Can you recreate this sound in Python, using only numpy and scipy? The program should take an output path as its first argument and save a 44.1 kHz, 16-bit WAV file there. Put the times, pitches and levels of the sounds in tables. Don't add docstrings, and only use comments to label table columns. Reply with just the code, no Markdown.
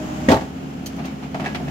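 import sys
import numpy as np
from scipy import signal
from scipy.fft import rfft, irfft
from scipy.io import wavfile

SR = 44100
rng = np.random.default_rng(int(sys.argv[2]) if len(sys.argv) > 2 else 0)


def master_out(mix):
    frames = np.transpose(np.atleast_2d(mix))
    ceiling = np.clip(frames, -1, 1)
    pcm = np.round(ceiling * 32767).astype(np.int16)
    wavfile.write(sys.argv[1], SR, pcm)


N = 74970
TIME = np.arange(N) / SR

# time in seconds, crankshaft turns per second.
SPEED = [(0, 34.2), (.3, 34.0), (.45, 35.9), (.77, 36.5), (1.2, 35.8), (1.35, 36.1), (1.7, 34.9)]
# time in seconds, level change in dB.
EFFORT = [(0, 3), (.27, 4.5), (.5, 1), (.85, 0), (1.0, 2), (1.28, -0.5), (1.45, 2.5), (1.7, 5)]
# cycles per crankshaft turn, level in dB.
DIESEL_TONES = [(2, -44.5), (4, -42), (5, -44), (6, -41.5), (7, -49.5), (9, -51.5)]
PUMP_TONES = [(9, -37), (18, -43)]

# start in seconds, levels of slab, bucket, crunch and edge in dB,
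# rise time in seconds.
BLOWS = [(0.2835, -7.5, -23.5, -19.5, -20.5, 0.0034), (.297, -6, -12, -24.5, -38, 0.0059),
         (.311, -8.5, -15.5, -18, -30.5, 0.0036), (.320, -40, -7, -31, -34, 0.0022),
         (.337, -19, -18, -30.5, -41, 0.0044), (.364, -35, -17, -44, -32.5, 0.0025),
         (.407, -36, -30, -37.5, -39, 0.0011)]
# start in seconds, levels of body, scrape and edge in dB,
# rise and fade times in seconds. A fade time is how long a sound takes to drop 60 dB.
KNOCKS = [(.968, -30.5, -42.5, -60, 0.029, 0.28), (1.035, -35, -35.5, -42, 0.017, 0.26),
          (1.219, -34, -39.5, -58, 0.019, 0.17), (1.3444, -23.5, -33, -35, 0.00073, 0.15),
          (1.396, -25, -31.5, -42, 0.0023, 0.13), (1.418, -29, -41, -39, 0.0022, 0.33),
          (1.441, -33, -33, -36.5, 0.0023, 0.19), (1.457, -30, -30, -23, 0.0058, 0.2),
          (1.546, -32, -26, -35, 0.0019, 0.12), (1.598, -32.5, -51, -56, 0.0036, 0.089),
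          (1.676, -32.5, -39, -35, 0.0064, 0.14)]
# start in seconds, level in dB.
CHIPS = [(0.8596, -33), (0.864, -32.5), (0.964, -47.5), (1.054, -40.5)]

# frequency in Hz, relative level in dB.
RUMBLE_NOISE = [(25, -28), (50, -12), (65, -36), (90, -6), (115, -15.5), (145, -2.5), (180, -1.5),
                (240, -4.5), (300, -9), (400, -12), (560, -16.5), (750, -13.5), (1000, -23), (1600, -34.5),
                (4000, -50.5)]
AIR_NOISE = [(500, -4), (1300, 5), (2000, 1), (3000, 1.5), (3700, -6.5), (5500, -8), (7400, -9.5),
             (8400, -23), (12000, -18.5), (15500, -27)]
OIL_NOISE = [(100, -4), (350, -54), (750, 6), (1100, -3), (2800, -12.5), (4500, -19.5), (7200, -13.5),
             (8500, -29), (15000, -29.5)]
CHIP_NOISE = [(1000, -12), (2600, -4), (4400, -4), (6300, -1.5), (8300, -9), (15500, -12.5)]
KNOCK_NOISE = [(100, -8), (350, -1), (520, -11.5), (720, -1), (920, -9.5), (1200, -11.5), (3000, -35),
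               (8000, -54)]
SCRAPE_NOISE = [(400, -7), (1200, 1.5), (1800, -1), (2400, 3.5), (3400, -4.5), (6500, -13), (8700, -24),
                (15000, -31)]
THUD_NOISE = [(50, -25), (90, -5), (250, 2.5), (650, 0.5), (1000, -9), (1600, -13.5), (4000, -37.5)]
CRUNCH_NOISE = [(200, -22), (800, 4.5), (1900, -5), (3000, -2.5), (4500, -8.5), (7200, -13), (8700, -23),
                (15000, -29.5)]
CRACK_NOISE = [(900, -20), (1500, -18), (1800, 8), (2050, 5), (2400, -8), (2900, -19), (6000, -19),
               (12000, -37)]

# pitch in Hz, relative level in dB, fade time in seconds.
CHIP_NOTES = [(2960, -18, .15), (3190, -4, 0.054), (4398, -3.5, 0.051), (4610, -10.5, 0.076),
              (6200, -2, 0.047), (6480, -11, 0.065), (9400, -16, .06), (11740, -14, .06), (11950, -14, .07),
              (13125, -9, 0.066)]
SLAB_NOTES = [(51.6, -14.5, 0.44), (98.3, -7, 0.31), (207.3, -11, 0.18), (252, 4, 0.15), (530, -4.5, 0.2),
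              (549.2, -5.5, 0.16)]
BUCKET_NOTES = [(310.6, -5.5, 0.21), (369.2, -5, 0.27), (433, -1.5, 0.12), (645.6, 4.5, 0.12),
                (695, -5, 0.077), (743, -8, 0.15), (817.5, -9.5, 0.36), (886.6, -6, 0.2),
                (1084, -5.5, 0.13), (1129, -4, 0.092), (1302, -10, 0.08), (1531, -17.5, .15)]
EDGE_NOTES = [(1674, -3.5, 0.19), (1787, -1, 0.071), (1863, -3, 0.082), (1981, -6, 0.14), (2200, -5, 0.1),
              (2484, -8.5, .08), (2640, -9, 0.13)]
HOLLOW_NOTES = [(721, 1, 0.14), (764, -3, .08)]

# frequency in Hz, dB by which the ears' difference exceeds what they share.
ENGINE_WIDTH = [(60, -10), (150, -14), (380, -5.5), (950, 4), (2380, -1), (5980, 0.5), (15000, 1)]
HIT_WIDTH = [(60, -22), (250, -20), (550, -6), (750, -19.5), (1050, 3), (2000, -0.5), (12000, -1)]
# frequency in Hz, left level minus right level in dB.
HIT_PAN = [(500, 0.5), (1100, 0), (2300, -0.5), (4400, -4.5), (8000, -0.5), (13000, 4.5)]


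def amp(db):
    return 10 ** (np.asarray(db) / 20)


def unit(x):
    return x / np.sqrt(np.mean(x ** 2) + 1e-20)


def by_hz(points, hz):
    row_hz, value = np.transpose(points)
    return np.interp(np.log(hz + 1), np.log(row_hz + 1), value)


def by_time(points):
    return np.interp(TIME, *np.transpose(points))


def add(mix, start, sound):
    part = mix[:, round(start * SR):][:, :sound.shape[1]]
    part += sound[:, :part.shape[1]]


def drift(rate_hz):
    hz = np.fft.rfftfreq(N, 1 / SR)
    return unit(irfft(rfft(rng.standard_normal(N)) / (1 + (hz / rate_hz) ** 4), N))


def coloured(noises, colour, width=HIT_WIDTH):
    hz = np.fft.rfftfreq(noises.shape[1], 1 / SR)
    angle = np.arctan(amp(by_hz(width, hz)))
    mid, side = rfft(noises) * np.array([np.cos(angle), np.sin(angle)]) * amp(by_hz(colour, hz))
    return unit(irfft(np.array([mid + side, mid - side]), noises.shape[1]))


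def burst(colour, rise, fade, grit_db=0, size=22050):
    t = np.arange(size) / SR
    noise = rng.standard_normal((2, size))
    grains = np.repeat(amp(grit_db * rng.standard_normal(size)), 16)[:size]
    envelope = np.minimum(t / rise, 1) * amp(-60 * np.maximum(t - rise, 0) / fade)
    return coloured(noise * grains, colour) * envelope


def ring(notes, rise, phase_spread=np.pi, size=22050):
    t = np.arange(size) / SR
    out = np.zeros((2, size))
    for (hz, db, fade), (extra_db, phase) in zip(notes, rng.standard_normal((len(notes), 2))):
        ear_phase = np.array([[1], [-1]]) * np.arctan(amp(by_hz(HIT_WIDTH, hz)))
        wave = np.sin(2 * np.pi * hz * t + phase_spread * phase + ear_phase)
        out += amp(db + extra_db - 60 * t / fade) * wave
    return out * np.minimum(t / rise, 1)


def shaft_tone(turns, per_turn, db):
    level = np.sqrt(2) * amp(db + 1.3 * drift(rate_hz=5))
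    return level * np.sin(2 * np.pi * (per_turn * turns + rng.random()))


def yard_echoes(sound, fade=0.33, size=22050):
    t = np.arange(size) / SR
    echoes = rng.standard_normal((2, size))
    echoes *= rng.random((2, size)) < 2000 / SR
    echoes *= (t > .012) * amp(-60 * t / fade)
    tail = coloured(echoes, [(100, 1), (7000, 6.5), (15000, 0)]) / np.sqrt(size)
    return signal.fftconvolve(sound, tail, axes=1)[:, :N]


def engine(turns):
    effort_db = by_time(EFFORT)
    firing = 1 + 0.26 * np.cos(2 * np.pi * 2 * turns)
    rumble = amp(-34.5) * coloured(rng.standard_normal((2, N)) * firing, RUMBLE_NOISE, ENGINE_WIDTH)
    hiss_db = -45 + 0.71 * effort_db + 0.59 * drift(rate_hz=40)
    hiss = amp(hiss_db) * coloured(rng.standard_normal((2, N)), AIR_NOISE, ENGINE_WIDTH)
    hum = sum(shaft_tone(turns, per_turn, db) for per_turn, db in DIESEL_TONES)
    fan = shaft_tone(turns, per_turn=7.33, db=-37)
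    return (rumble + hum + fan) * amp(effort_db) + hiss


def hydraulic_pump(turns, flutter_hz=16, release_s=0.36, release_length_s=0.15):
    pump_turns = turns + .003 * drift(flutter_hz)
    whine = sum(shaft_tone(pump_turns, per_turn, db + 1.8 * drift(flutter_hz))
                for per_turn, db in PUMP_TONES)
    oil = amp(-38) * coloured(rng.standard_normal((2, N)), OIL_NOISE, ENGINE_WIDTH)
    load = np.clip(1 - (TIME - release_s) / release_length_s, 0, 1)
    return load * (whine + oil)


def chips(rise=0.00096):
    out = np.zeros((2, N))
    for start, db in CHIPS:
        snap = amp(-0.5) * burst(CHIP_NOISE, rise, fade=0.086, grit_db=-0.5)
        add(out, start, amp(db) * (snap + ring(CHIP_NOTES, rise)))
    return out


def knocks():
    out = np.zeros((2, N))
    for start, body_db, scrape_db, edge_db, rise, fade in KNOCKS:
        hollow = amp(-6.5) * ring(HOLLOW_NOTES, rise + .003)
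        body = burst(KNOCK_NOISE, rise, fade) + hollow + amp(-10) * ring(BUCKET_NOTES, rise)
        scrape = amp(scrape_db) * burst(SCRAPE_NOISE, rise, fade, grit_db=3.5)
        edge = amp(edge_db) * ring(EDGE_NOTES, rise)
        add(out, start, amp(body_db) * body + scrape + edge)
    return out


def thud(settle_s=.374, settle_db=-6):
    body, bite = np.zeros((2, 2, N))
    for start, slab_db, bucket_db, crunch_db, edge_db, rise in BLOWS:
        slab = amp(slab_db) * ring(SLAB_NOTES, rise, phase_spread=0.094)
        bucket = 0.64 * ring(BUCKET_NOTES, rise, phase_spread=0.98)
        thump = amp(-4.5) * burst(THUD_NOISE, rise, fade=0.14)
        add(body, start, slab + amp(bucket_db) * (bucket + thump))
        crunch = amp(crunch_db) * burst(CRUNCH_NOISE, rise, fade=0.13, grit_db=-0.5)
        clank = amp(edge_db) * ring(EDGE_NOTES, rise)
        add(bite, start + .002, crunch + clank)
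    crack = amp(-14) * burst(CRACK_NOISE, rise=0.00087, fade=0.043, grit_db=-0.5)
    add(bite, BLOWS[0][0] + 0.0026, crack)
    settled = np.clip((TIME - settle_s) / 0.005, 0, 1)
    lean_right = amp([[-0.35], [0.35]])
    return body * amp(settle_db * settled) + bite * lean_right


def scene():
    pan_db = by_hz(HIT_PAN, np.fft.rfftfreq(N, 1 / SR)) * np.array([[.5], [-.5]])
    hits = irfft(rfft(thud() + knocks() + chips()) * amp(pan_db), N)
    turns = np.cumsum(by_time(SPEED)) / SR
    return engine(turns) + hydraulic_pump(turns) + hits + amp(-15.5) * yard_echoes(hits)


def record(dry, low_cut_hz=53, high_cut_hz=15900):
    trimmed = signal.sosfilt(signal.butter(2, low_cut_hz, "high", fs=SR, output="sos"), dry)
    softened = trimmed / (1 + (trimmed / .95) ** 6) ** (1 / 6)
    treble_cut = signal.firwin(511, high_cut_hz, window=("kaiser", 9), fs=SR)
    return signal.oaconvolve(softened, treble_cut[None], "same")


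dry = scene()
out = record(dry)
master_out(out)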